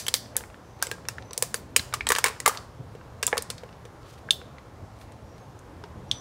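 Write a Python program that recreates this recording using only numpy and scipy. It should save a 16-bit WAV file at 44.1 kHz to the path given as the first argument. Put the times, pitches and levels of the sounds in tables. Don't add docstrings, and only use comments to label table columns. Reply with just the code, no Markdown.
import sys
import numpy as np
from scipy import signal
from scipy.fft import rfft, irfft
from scipy.io import wavfile
from scipy.ndimage import uniform_filter1d

SR = 44100
rng = np.random.default_rng(int(sys.argv[2]) if len(sys.argv) > 2 else 0)


def boost(x):
    u = np.asarray(x, float) / 20
    return 10 ** u


def wrap_up_sound(samples):
    columns = np.atleast_2d(samples).T
    tamed = np.clip(columns, -1, 1)
    steps = np.round(tamed * 32767).astype(np.int16)
    wavfile.write(sys.argv[1], SR, steps)


N = 273759
LEAD_S = .1
LEVEL_SAMPLES = 300

# start in seconds, tear length in seconds, body level in dB,
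# edge level in dB, level of the air in the can in dB.
PRESSING_BUCKLES = [(-.012, .009, -31, -21.5, -60), (.0655, .014, -41, -35, -50),
                    (.082, .011, -36, -27.5, -40.5), (0.1400, 0.0064, -33, -21, -36),
                    (0.3662, 0.0028, -42, -23.5, -41), (.8249, .0052, -27, -22.5, -50),
                    (.8688, .007, -38, -41, -41), (.9137, 0.0083, -33, -34, -35.5),
                    (1.0856, 0.0059, -34, -32, -46), (1.3082, .013, -46.5, -72, -42),
                    (1.3316, .0056, -52, -39, -66), (1.3774, 0.0051, -44.5, -27.5, -38.5),
                    (1.4238, .007, -32, -21, -27.5), (1.5427, 0.011, -35, -30, -36),
                    (1.7625, .015, -27, -17.5, -32), (1.938, 0.021, -27.5, -29.5, -54.5)]
CRUSHING_BUCKLES = [(2.0685, 0.015, -25.5, -36, -60), (2.0885, 0.016, -44, -22.5, -40),
                    (2.1025, .019, -21, -29, -25), (2.1192, .012, -21.5, -22.5, -33),
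                    (2.1507, 0.0078, -33, -37, -41), (2.1614, .027, -30, -32.5, -40),
                    (2.1842, .017, -28, -27, -35), (2.2412, .01, -23, -21.5, -33),
                    (2.259, 0.039, -22, -28, -31), (2.282, .02, -36, -34, -43),
                    (2.4014, .01, -40, -33.5, -45.5), (2.457, .02, -31, -48, -60),
                    (2.4606, .014, -19, -21.5, -31), (2.477, .023, -31, -21, -32),
                    (2.4944, .012, -38, -38, -40)]
FOLDING_BUCKLES = [(3.2274, 0.019, -32.5, -25.5, -35.5), (3.2665, .0042, -51, -19, -59.5),
                   (3.2767, .021, -37, -31, -39), (3.3284, 0.008, -22, -52, -23),
                   (3.37, .016, -31, -44, -33), (3.3787, 0.0086, -31, -31, -32),
                   (3.4225, .0087, -59, -33.5, -65), (3.5012, 0.017, -37, -30.5, -42),
                   (4.3066, .019, -52, -29, -47.5), (5.12, .015, -59, -59, -75),
                   (5.5905, .008, -65, -54, -74.5), (6.1134, .0064, -46, -35, -65)]
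TOP_DROPS_DB = (9, 10, 15.5)
# start in seconds, body level in dB,
# crease level in dB.
CRINKLES = [(.0858, -45, -30), (1.766, -50.5, -30), (1.7944, -40, -32), (1.9263, -40, -49),
            (2.0078, -38, -43), (2.2525, -45.5, -31), (2.2695, -45, -36), (2.5727, -50, -34),
            (3.231, -34.5, -31.5), (3.5802, -54, -42), (-.012, -56, -30), (.1406, -40, -22),
            (3.3785, -50, -35), (3.5011, -50, -39), (4.3075, -44, -29), (6.1134, -55, -34),
            (1.3082, -56, -47), (1.3316, -60, -39), (2.1507, -44, -28), (2.0685, -45, -33)]
TICKS = [(.258, -58, -55), (.356, -35, -60), (.4067, -41, -58), (.437, -38.5, -60), (.543, -44, -62),
         (.5, -50, -64), (.8, -53, -62), (.8169, -42, -50), (.982, -45, -77), (1.0516, -43, -52),
         (1.1828, -38.5, -51.5), (1.2228, -52, -53), (3.011, -49.5, -71), (3.69, -51, -61),
         (3.727, -56, -58), (4.03, -63, -61), (4.178, -61, -60.5), (4.2883, -46, -74), (4.4148, -43, -62),
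         (4.5834, -58, -57.5), (5.8379, -42, -49)]
NAIL_GRAZES = [(.79, -63, -63), (2.9504, -53, -60), (3.3163, -42, -62.5), (3.3561, -58, -66),
               (3.6343, -46, -58), (3.8521, -48.5, -54), (5.013, -52, -59), (5.38, -71, -62)]
ZONES_HZ = (1500, 4500, 8500, 13500)
ZONE_WIDTHS_HZ = (2250, 3500, 4500, 5000)

# start in seconds, pitch in Hz, level in dB.
PANELS = [(.0855, 2620, -39), (0.14, 2830, -32), (0.3663, 1560, -40), (.8249, 1593, -24.5),
          (.9141, 1640, -37.5), (1.7624, 3030, -25), (1.764, 2490, -28), (1.796, 1640, -37),
          (1.9263, 1490, -41), (1.938, 1210, -23.5), (2.0889, 1940, -32), (2.1033, 1184, -22),
          (2.1495, 1134, -34), (2.1612, 1685, -26.5), (2.1842, 1580, -31.5), (2.2419, 2240, -20.5),
          (2.2516, 1060, -24.5), (2.259, 1664, -34), (2.283, 1030, -38), (2.4023, 1970, -36),
          (2.4608, 1176, -14.5), (2.4948, 1230, -24.5), (3.231, 1650, -29.5), (3.2668, 2750, -38),
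          (3.2771, 980, -33), (3.328, 846, -29), (3.37, 1125, -32), (3.3787, 1710, -40),
          (4.2885, 1640, -44), (6.1134, 2840, -36)]
# start in seconds, pitch in Hz, level in dB.
FACETS = [(.0655, 3080, -35), (.082, 3160, -29.5), (.085, 3370, -29.5), (.082, 11000, -33),
          (.8247, 5800, -27.5), (1.087, 1550, -35.5), (1.0858, 5700, -32), (1.183, 1710, -38.5),
          (1.3771, 9370, -35), (1.5428, 1630, -32), (1.5425, 4700, -35), (1.7626, 2460, -18.5),
          (1.7645, 8300, -21), (1.765, 4940, -26.5), (1.794, 4090, -34.5), (1.94, 5280, -32.5),
          (2.0889, 10700, -31), (2.0685, 3190, -28.5), (2.0685, 8000, -29), (2.0889, 3950, -30.5),
          (2.12, 1400, -18), (2.1195, 7070, -27.5), (2.4606, 9400, -26), (2.4768, 900, -18.5),
          (2.4768, 10700, -24.5), (3.2665, 7360, -24.5), (3.379, 4500, -28.5), (3.3788, 10040, -32.5),
          (4.307, 9630, -27), (6.1133, 3444, -19)]
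# start in seconds, pitch in Hz, level in dB.
SETTLING_DENTS = [(.150, 2130, -40), (.3775, 1690, -44), (.416, 480, -45), (.868, 2130, -43),
                  (.9145, 4270, -41), (1.0865, 2690, -38), (1.332, 5850, -42), (1.392, 720, -48),
                  (1.436, 1100, -43), (1.443, 680, -42), (1.5425, 1070, -38), (1.559, 4700, -43),
                  (1.782, 4270, -38), (1.7945, 2130, -38), (2.1195, 1050, -25), (2.139, 6800, -42),
                  (2.245, 450, -38), (2.264, 450, -37), (2.271, 1070, -32), (2.281, 2600, -38),
                  (2.299, 440, -42), (2.299, 1070, -41), (2.363, 1690, -49), (2.4605, 1700, -24),
                  (2.479, 440, -31), (2.4775, 2100, -27), (2.511, 850, -38), (2.518, 1050, -41),
                  (2.528, 1300, -43), (2.538, 850, -45), (2.549, 2050, -45), (2.556, 1250, -46),
                  (2.562, 950, -41), (2.583, 1250, -46), (3.232, 450, -38), (3.231, 2800, -33),
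                  (3.279, 1250, -37), (3.3283, 1700, -25), (3.354, 850, -39), (3.380, 450, -32),
                  (3.3788, 2800, -41), (3.502, 4270, -36), (4.3068, 1750, -40), (4.3075, 6500, -30),
                  (4.309, 7400, -33), (4.324, 6200, -47), (4.326, 3450, -39), (4.333, 3450, -37),
                  (6.1235, 3400, -41), (6.132, 3450, -41), (6.1135, 5500, -35), (.0665, 6200, -38),
                  (.8685, 7800, -36), (3.379, 13500, -40), (3.4225, 13500, -42)]
# start in seconds, pitch in Hz, level in dB.
FLIPS = [(.1406, 4000, -19.5), (.3664, 11000, -24.5), (2.1196, 1800, -24), (2.2418, 2400, -25),
         (2.4612, 2600, -21), (3.3787, 6000, -32), (4.3074, 4000, -24), (2.1045, 10700, -30)]
# start in
# seconds, pitch in Hz, level in dB, # t60 in seconds.
PINGS = [(.916, 1630, -35.5, .11), (2.462, 2085, -23.5, .05), (4.309, 3580, -30, 0.064),
         (4.416, 484, -45, 0.08), (4.5829, 2030, -48, 0.017), (2.9501, 457, -40.5, .022),
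         (3.356, 543, -38, .032), (3.6333, 506, -38, .03), (3.8526, 470, -43.5, .047),
         (5.8372, 403, -44, .04), (2.0081, 2256, -27, 0.0091), (4.3073, 3560, -14, .009),
         (2.1844, 950, -28, .015), (2.1034, 1800, -25, .012), (3.3284, 2050, -30, .007),
         (3.2769, 3480, -33, .015), (1.4238, 1000, -34, .02), (2.0889, 1000, -38, .02),
         (1.7626, 1100, -30, .012), (1.7626, 6800, -21, .008), (2.1612, 2900, -33, .01),
         (3.3787, 4700, -36, .006), (1.3085, 1000, -43, .03), (5.838, 950, -42, .03),
         (1.5422, 9600, -28.5, .008), (2.2433, 8900, -23, .01), (2.0081, 1800, -33, .01),
         (6.1137, 6300, -32, .008), (6.118, 3460, -38, .09)]
# start in seconds, pitch in Hz,
# level in dB, t60 in seconds.
MORE_PINGS = [(.1402, 1750, -38, .01), (.082, 2300, -38, .01), (.066, 1600, -46, .012),
              (1.3085, 6000, -46, .008), (1.552, 1300, -48, .02), (1.434, 1700, -48, .02),
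              (1.7626, 3750, -26, .008), (2.1195, 2300, -30, .008), (2.161, 2300, -36, .01),
              (2.242, 1000, -27, .012), (2.2418, 1750, -29, .008), (3.277, 720, -42, .02),
              (3.3285, 720, -29, .02), (3.3285, 2900, -39, .006), (3.3285, 2350, -34, .006),
              (3.371, 720, -41, .02), (3.379, 1750, -35, .01), (3.502, 2950, -42, .01),
              (3.634, 720, -46, .02), (4.289, 480, -50, .03), (4.2885, 1600, -39, .014),
              (4.3072, 3000, -24, .006), (4.415, 750, -50, .02), (2.403, 1000, -48, .015),
              (2.402, 2950, -48, .01), (1.795, 900, -47, .015), (1.087, 470, -44, .025),
              (3.266, 480, -51, .025)]
# start in seconds, low edge in Hz, high edge in Hz,
# level in dB, t60 in seconds.
SHIVERS = [(.146, 2600, 15000, -29, .12), (.375, 2200, 6500, -42, .12), (1.549, 4200, 15000, -41, .16),
           (1.769, 3300, 5400, -37, .08), (2.29, 1900, 2700, -46, .3), (3.369, 5400, 15000, -36, .05),
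           (4.314, 4000, 15000, -40, .2), (-.03, 5200, 8000, -39, .25), (.825, 5500, 9500, -38, .1),
           (.141, 3300, 5400, -27, .06), (.16, 4000, 5800, -42, .4), (4.308, 2800, 4500, -27, .05),
           (4.32, 3000, 4300, -42, .15), (2.262, 900, 2700, -35, .1), (2.295, 900, 2600, -45, .35),
           (2.5, 4000, 15000, -46, .2), (1.542, 10000, 15500, -40, .1), (.37, 9500, 15500, -40, .12),
           (4.995, 6000, 12000, -62, .3), (4.04, 1200, 4000, -58, .6), (3.335, 450, 1100, -42, .3)]
# loudest moment in seconds, level in dB, rise in seconds,
# fall in seconds.
SLIDES = [
    (2.54, -44, .02, .05),
    (2.95, -70.5, .3, .4),
    (3.52, -70, .01, .3),
    (4.1, -54, .05, .04),
    (4.19, -60.5, 0.076, .035),
    (5.025, -56, .035, .025),
]

# delay in seconds, level in dB.
NEAR_ECHOES = [(.0022, -18.5), (.0045, -17.5), (0.0111, -22.5)]
# low edge in Hz, high edge in Hz, t60 in seconds, share of amplitude.
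YARD_BANDS = [(349, 1800, 0.54, 1.3), (2680, 7600, 0.42, 1.2), (6530, 18000, 0.33, 1.1),
              (4200, 5500, .5, 1.1), (1400, 2700, .5, .8)]

# start in seconds, end in seconds, start pitch in Hz, end pitch in Hz,
# level in dB.
WHISTLES = [
    (0.637, .83, 6070, 6150, -69.5),
    (1.175, 1.42, 6070, 5900, -64),
    (5.255, 5.37, 5750, 5760, -69),
    (5.35, 5.48, 6430, 6320, -72),
    (6.077, 6.125, 5770, 5900, -58),
    (6.118, 6.4, 5930, 6000, -46.5),
]
# delay in seconds, level in dB.
HEDGE_ECHOES = [(.013, -2), (.031, -4), (.052, -7)]
# time in seconds, peak level in dB, pitch in Hz,
# length in seconds.
BUMPS = [
    (1.798, -32.5, 78, 0.02),
    (2.056, -41.5, 65, 0.14),
    (2.805, -31.5, 123.6, 0.019),
    (4.835, -32.5, 99.3, 0.022),
    (5.244, -39.5, 65, .035),
    (5.95, -42.5, 151, 0.019),
    (5.982, -36.5, 83, 0.037),
    (6.138, -38, 96.7, 0.029),
]
# frequency in Hz, level in dB per Hz.
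TOWN_SPECTRUM = [(15, -36), (25, -8), (114, -0.5), (142, -4.5), (177, -8), (288, -9.5), (480, -10),
                 (700, -12), (1030, -14.5), (1390, -19.5), (1880, -24.5), (2330, -29.5), (3910, -33),
                 (6210, -35), (7110, -39), (15200, -46.5), (16500, -56)]
# time in seconds, level in dB.
RUMBLE_DRIFT = [(0.0, -57), (0.47, -52), (0.62, -58.5), (0.79, -53.5), (1.24, -51), (1.47, -49.5),
                (1.57, -50.5), (1.99, -45), (2.14, -49.5), (3.29, -50.5), (3.61, -54), (4.03, -52),
                (4.13, -54), (5.08, -51), (5.69, -52.5), (6.21, -42.5)]
# centre in Hz, width in Hz, level in dB.
MOTOR = [(116.7, 9.6, -53.5), (78, 14, -55), (1060, 30, -66)]


def band(x, low_hz, high_hz, order=2):
    sos = signal.butter(order, [low_hz, min(high_hz, .47 * SR)], "band", fs=SR, output="sos")
    return signal.sosfilt(sos, x)


def level(x, db):
    return x * boost(db) / np.sqrt(np.mean(x ** 2))


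def decay(t, t60_s):
    return np.exp(-np.log(1000) * t / t60_s)


def walk(rate_hz):
    k = int(SR / rate_hz)
    steps = np.repeat(rng.standard_normal(N // k + 1), k)
    return 4.2 * uniform_filter1d(uniform_filter1d(steps, k), k)[:N]


def add(track, s, x):
    i = int((s + LEAD_S) * SR)
    track[i:i + len(x)] += x


def can():
    direct, around = np.zeros((2, N + SR))
    snaps = buckle_snaps() + crease_snaps()
    for (s, length_s, *zones_db), noise in zip(snaps, rng.standard_normal((len(snaps), 1024))):
        snap, colour = tear(length_s, zones_db, noise)
        add(direct, s + .0004, boost(1.5) * snap)
        add(around, s, colour)
    for s, hz, db, t60_s in air_rings() + wall_rings():
        add(direct, s, ring(hz, t60_s, db + 0.5))
        add(around, s, ring(hz, 0.6 * t60_s, db - 3.5 - hz / 800))
    return direct, around


def buckle_snaps():
    body_share, crease_db = 0.35, -4
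    top_per_db, usual_edge_db = .35, -26
    snaps = []
    for table, drop_db in zip((PRESSING_BUCKLES, CRUSHING_BUCKLES, FOLDING_BUCKLES), TOP_DROPS_DB):
        for s, length_s, body_db, edge_db, _ in table:
            middle_db = body_share * body_db + (1 - body_share) * edge_db + crease_db
            top_db = edge_db - drop_db + top_per_db * np.clip(edge_db - usual_edge_db, -12, 2)
            snaps.append((s, length_s, body_db, middle_db, edge_db, top_db))
    return snaps


def crease_snaps():
    snaps = []
    for table, length_s, fall_db in ((CRINKLES, .011, 15), (TICKS, .012, 17.5), (NAIL_GRAZES, 0.018, 7)):
        for s, body_db, crease_db in table:
            snaps.append((s, length_s, body_db, crease_db, crease_db - fall_db, crease_db - 2 * fall_db))
    return snaps


def tear(length_s, zones_db, noise, count=8):
    n = len(noise)
    t = np.arange(n) / SR
    crack = 0.013 / length_s * np.exp(-t / 0.00091)
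    trail = .5 * np.exp(-t / (0.33 * length_s))
    burst = noise * (1 - np.exp(-t / .0002)) * (crack + trail)
    burst[count] += 2.3 * (0.0079 / length_s) ** 2
    burst /= np.sqrt(np.sum(burst ** 2))
    hz = np.arange(n + 1) * SR / (2 * n) + 1
    density_db = np.array(zones_db) - 10 * np.log10(2 * np.array(ZONE_WIDTHS_HZ) / SR / LEVEL_SAMPLES)
    colour_db = np.interp(np.log(hz), np.log(ZONES_HZ), density_db)
    colour_db = colour_db - 10 * np.log10(1 + (900 / hz) ** 4)
    cepstrum = irfft(colour_db * np.log(10) / 20)
    cepstrum[1:n] *= 2
    cepstrum[n + 1:] = 0
    colour = np.exp(rfft(cepstrum))
    return irfft(rfft(burst, 2 * n) * colour), irfft(colour)


def air_rings():
    air_hz, spread, t60_s, lag_s = 490, 0.05, 0.03, .0005
    buckles = PRESSING_BUCKLES + CRUSHING_BUCKLES + FOLDING_BUCKLES
    pitch = air_hz * (1 + spread * rng.uniform(-1, 1, len(buckles)))
    return [(row[0] + lag_s, hz, row[4], t60_s) for row, hz in zip(buckles, pitch)]


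def wall_rings():
    rings = [(s, hz, db, .05 * (1100 / hz) ** 0.99) for s, hz, db in PANELS]
    rings += [(s, hz, db, 0.01) for s, hz, db in FACETS]
    rings += [(s, hz, db, .025 * (1100 / hz) ** .4) for s, hz, db in SETTLING_DENTS]
    rings += [(s, hz, db, .002) for s, hz, db in FLIPS]
    return rings + PINGS + MORE_PINGS


def ring(hz, t60_s, db):
    t = np.arange(3000) / SR
    wall_rise_s, air_rise_s, air_edge_hz = .00043, .003, 640
    rise_s = min(wall_rise_s, .1 * t60_s) + air_rise_s / (1 + (hz / air_edge_hz) ** 8)
    fade = decay(t, t60_s) * (1 - np.exp(-t / rise_s))
    partner = 0.35 * fade * np.sin(2 * np.pi * 1.1 * hz * t)
    y = fade * (np.sin(2 * np.pi * hz * t) + partner)
    return y * boost(db) / np.sqrt(np.sum(y ** 2) / LEVEL_SAMPLES)


def yard(direct, around):
    t = np.arange(SR // 2) / SR
    tail = np.zeros(len(t))
    for low_hz, high_hz, t60_s, share in YARD_BANDS:
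        tail += share * band(rng.standard_normal(len(t)), low_hz, high_hz) * decay(t, t60_s)
    tail *= (1 - np.exp(-t / 0.0016)) * (1 + 2.6 * np.exp(-t / 0.014))
    tail *= boost(-9.5) / np.sqrt(np.sum(tail ** 2))
    near = np.zeros(1500)
    near[0] = 1
    for delay_s, db in NEAR_ECHOES:
        near[int(delay_s * SR)] += boost(db)
    start = int(LEAD_S * SR)
    far = signal.fftconvolve(around, tail)[start:][:N]
    return far + signal.fftconvolve(direct, near)[start:][:N]


def shivers(t):
    out = np.zeros(N + SR)
    age = t[:SR // 4]
    noises = rng.standard_normal((len(SHIVERS), len(age)))
    for (s, low_hz, high_hz, db, t60_s), noise in zip(SHIVERS, noises):
        grains = noise * np.abs(noise[::-1]) ** .6
        rattle = level(band(grains, low_hz, high_hz), db)
        add(out, s, rattle * (1 - np.exp(-age / .002)) * decay(age, t60_s))
    return out[int(LEAD_S * SR):][:N]


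def slide(t):
    gain = np.zeros(N)
    for s, db, rise_s, fall_s in SLIDES:
        gain += boost(db) * np.exp(-np.abs((t - s) / np.where(t < s, rise_s, fall_s)) ** 1.4)
    slip_db = 3.0 * rng.exponential(size=N) + 1.3 * walk(110)
    slips = rng.standard_normal(N) * boost(slip_db)
    return gain * level(band(slips, 1300, 6000, order=1), -3)


def bumps(t):
    rough = level(band(rng.standard_normal(N), 110, 280), -9.0)
    out = np.zeros(N)
    for s, db, hz, length_s in BUMPS:
        swell = np.exp(-(2 * (t - s) / length_s) ** 2)
        out += boost(db) * swell * (np.cos(2 * np.pi * hz * (t - s)) + rough)
    return out


def birds(t):
    out = np.zeros(N)
    waver = 1 + .002 * walk(120)
    flutter = boost(1.1 * walk(200) - 1.5)
    for start, end, start_hz, end_hz, db in WHISTLES:
        part = np.clip((t - start) / (end - start), 0, 1)
        hz = (start_hz + (end_hz - start_hz) * part) * waver
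        phase = 2 * np.pi * np.cumsum(hz) / SR
        out += boost(db + 4.5) * np.sin(np.pi * part) ** .35 * np.sin(phase)
    out = out * flutter
    echoes = sum(boost(db) * np.roll(out, int(delay_s * SR)) for delay_s, db in HEDGE_ECHOES)
    return boost(-4) * (out + echoes)


def town(t):
    out = np.zeros(N)
    swell_db = .12 * walk(1)
    spectrum_hz, spectrum_db = np.transpose(TOWN_SPECTRUM)
    rumble_db = np.interp(t, *np.transpose(RUMBLE_DRIFT))
    rumble_db = rumble_db - rumble_db.mean()
    for hz in 25 * 2 ** np.arange(0, 9.4, 1 / 3):
        db = np.interp(np.log(hz), np.log(spectrum_hz), spectrum_db) + 10 * np.log10(hz)
        flicker_db = walk(11) / (1 + hz / 2000)
        db = db + swell_db + flicker_db + rumble_db / (1 + (hz / 170) ** 2)
        out += boost(db) * level(band(rng.standard_normal(N), hz / 1.13, hz * 1.13), 0)
    return level(out, -46)


def motor():
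    out = np.zeros(N)
    for hz, width_hz, db in MOTOR:
        out += level(band(rng.standard_normal(N), hz - width_hz / 2, hz + width_hz / 2, order=1), db)
    return out


def scene():
    t = np.arange(N) / SR
    handling = yard(*can()) + shivers(t) + slide(t)
    background = bumps(t) + birds(t) + town(t) + motor()
    return (handling + background)[None]


def top_cut(x):
    return signal.sosfilt(signal.butter(12, 17090, fs=SR, output="sos"), x)


def record(dry):
    x = 1.5 * np.tanh(band(dry, 42, 20000, order=3) / 1.5)
    for stop_db, edge_hz in ((32, 15750), (60, 17000)):
        x = signal.sosfilt(signal.ellip(8, .3, stop_db, edge_hz, fs=SR, output="sos"), x)
    return top_cut(x)


dry = scene()
out = record(dry)
wrap_up_sound(out)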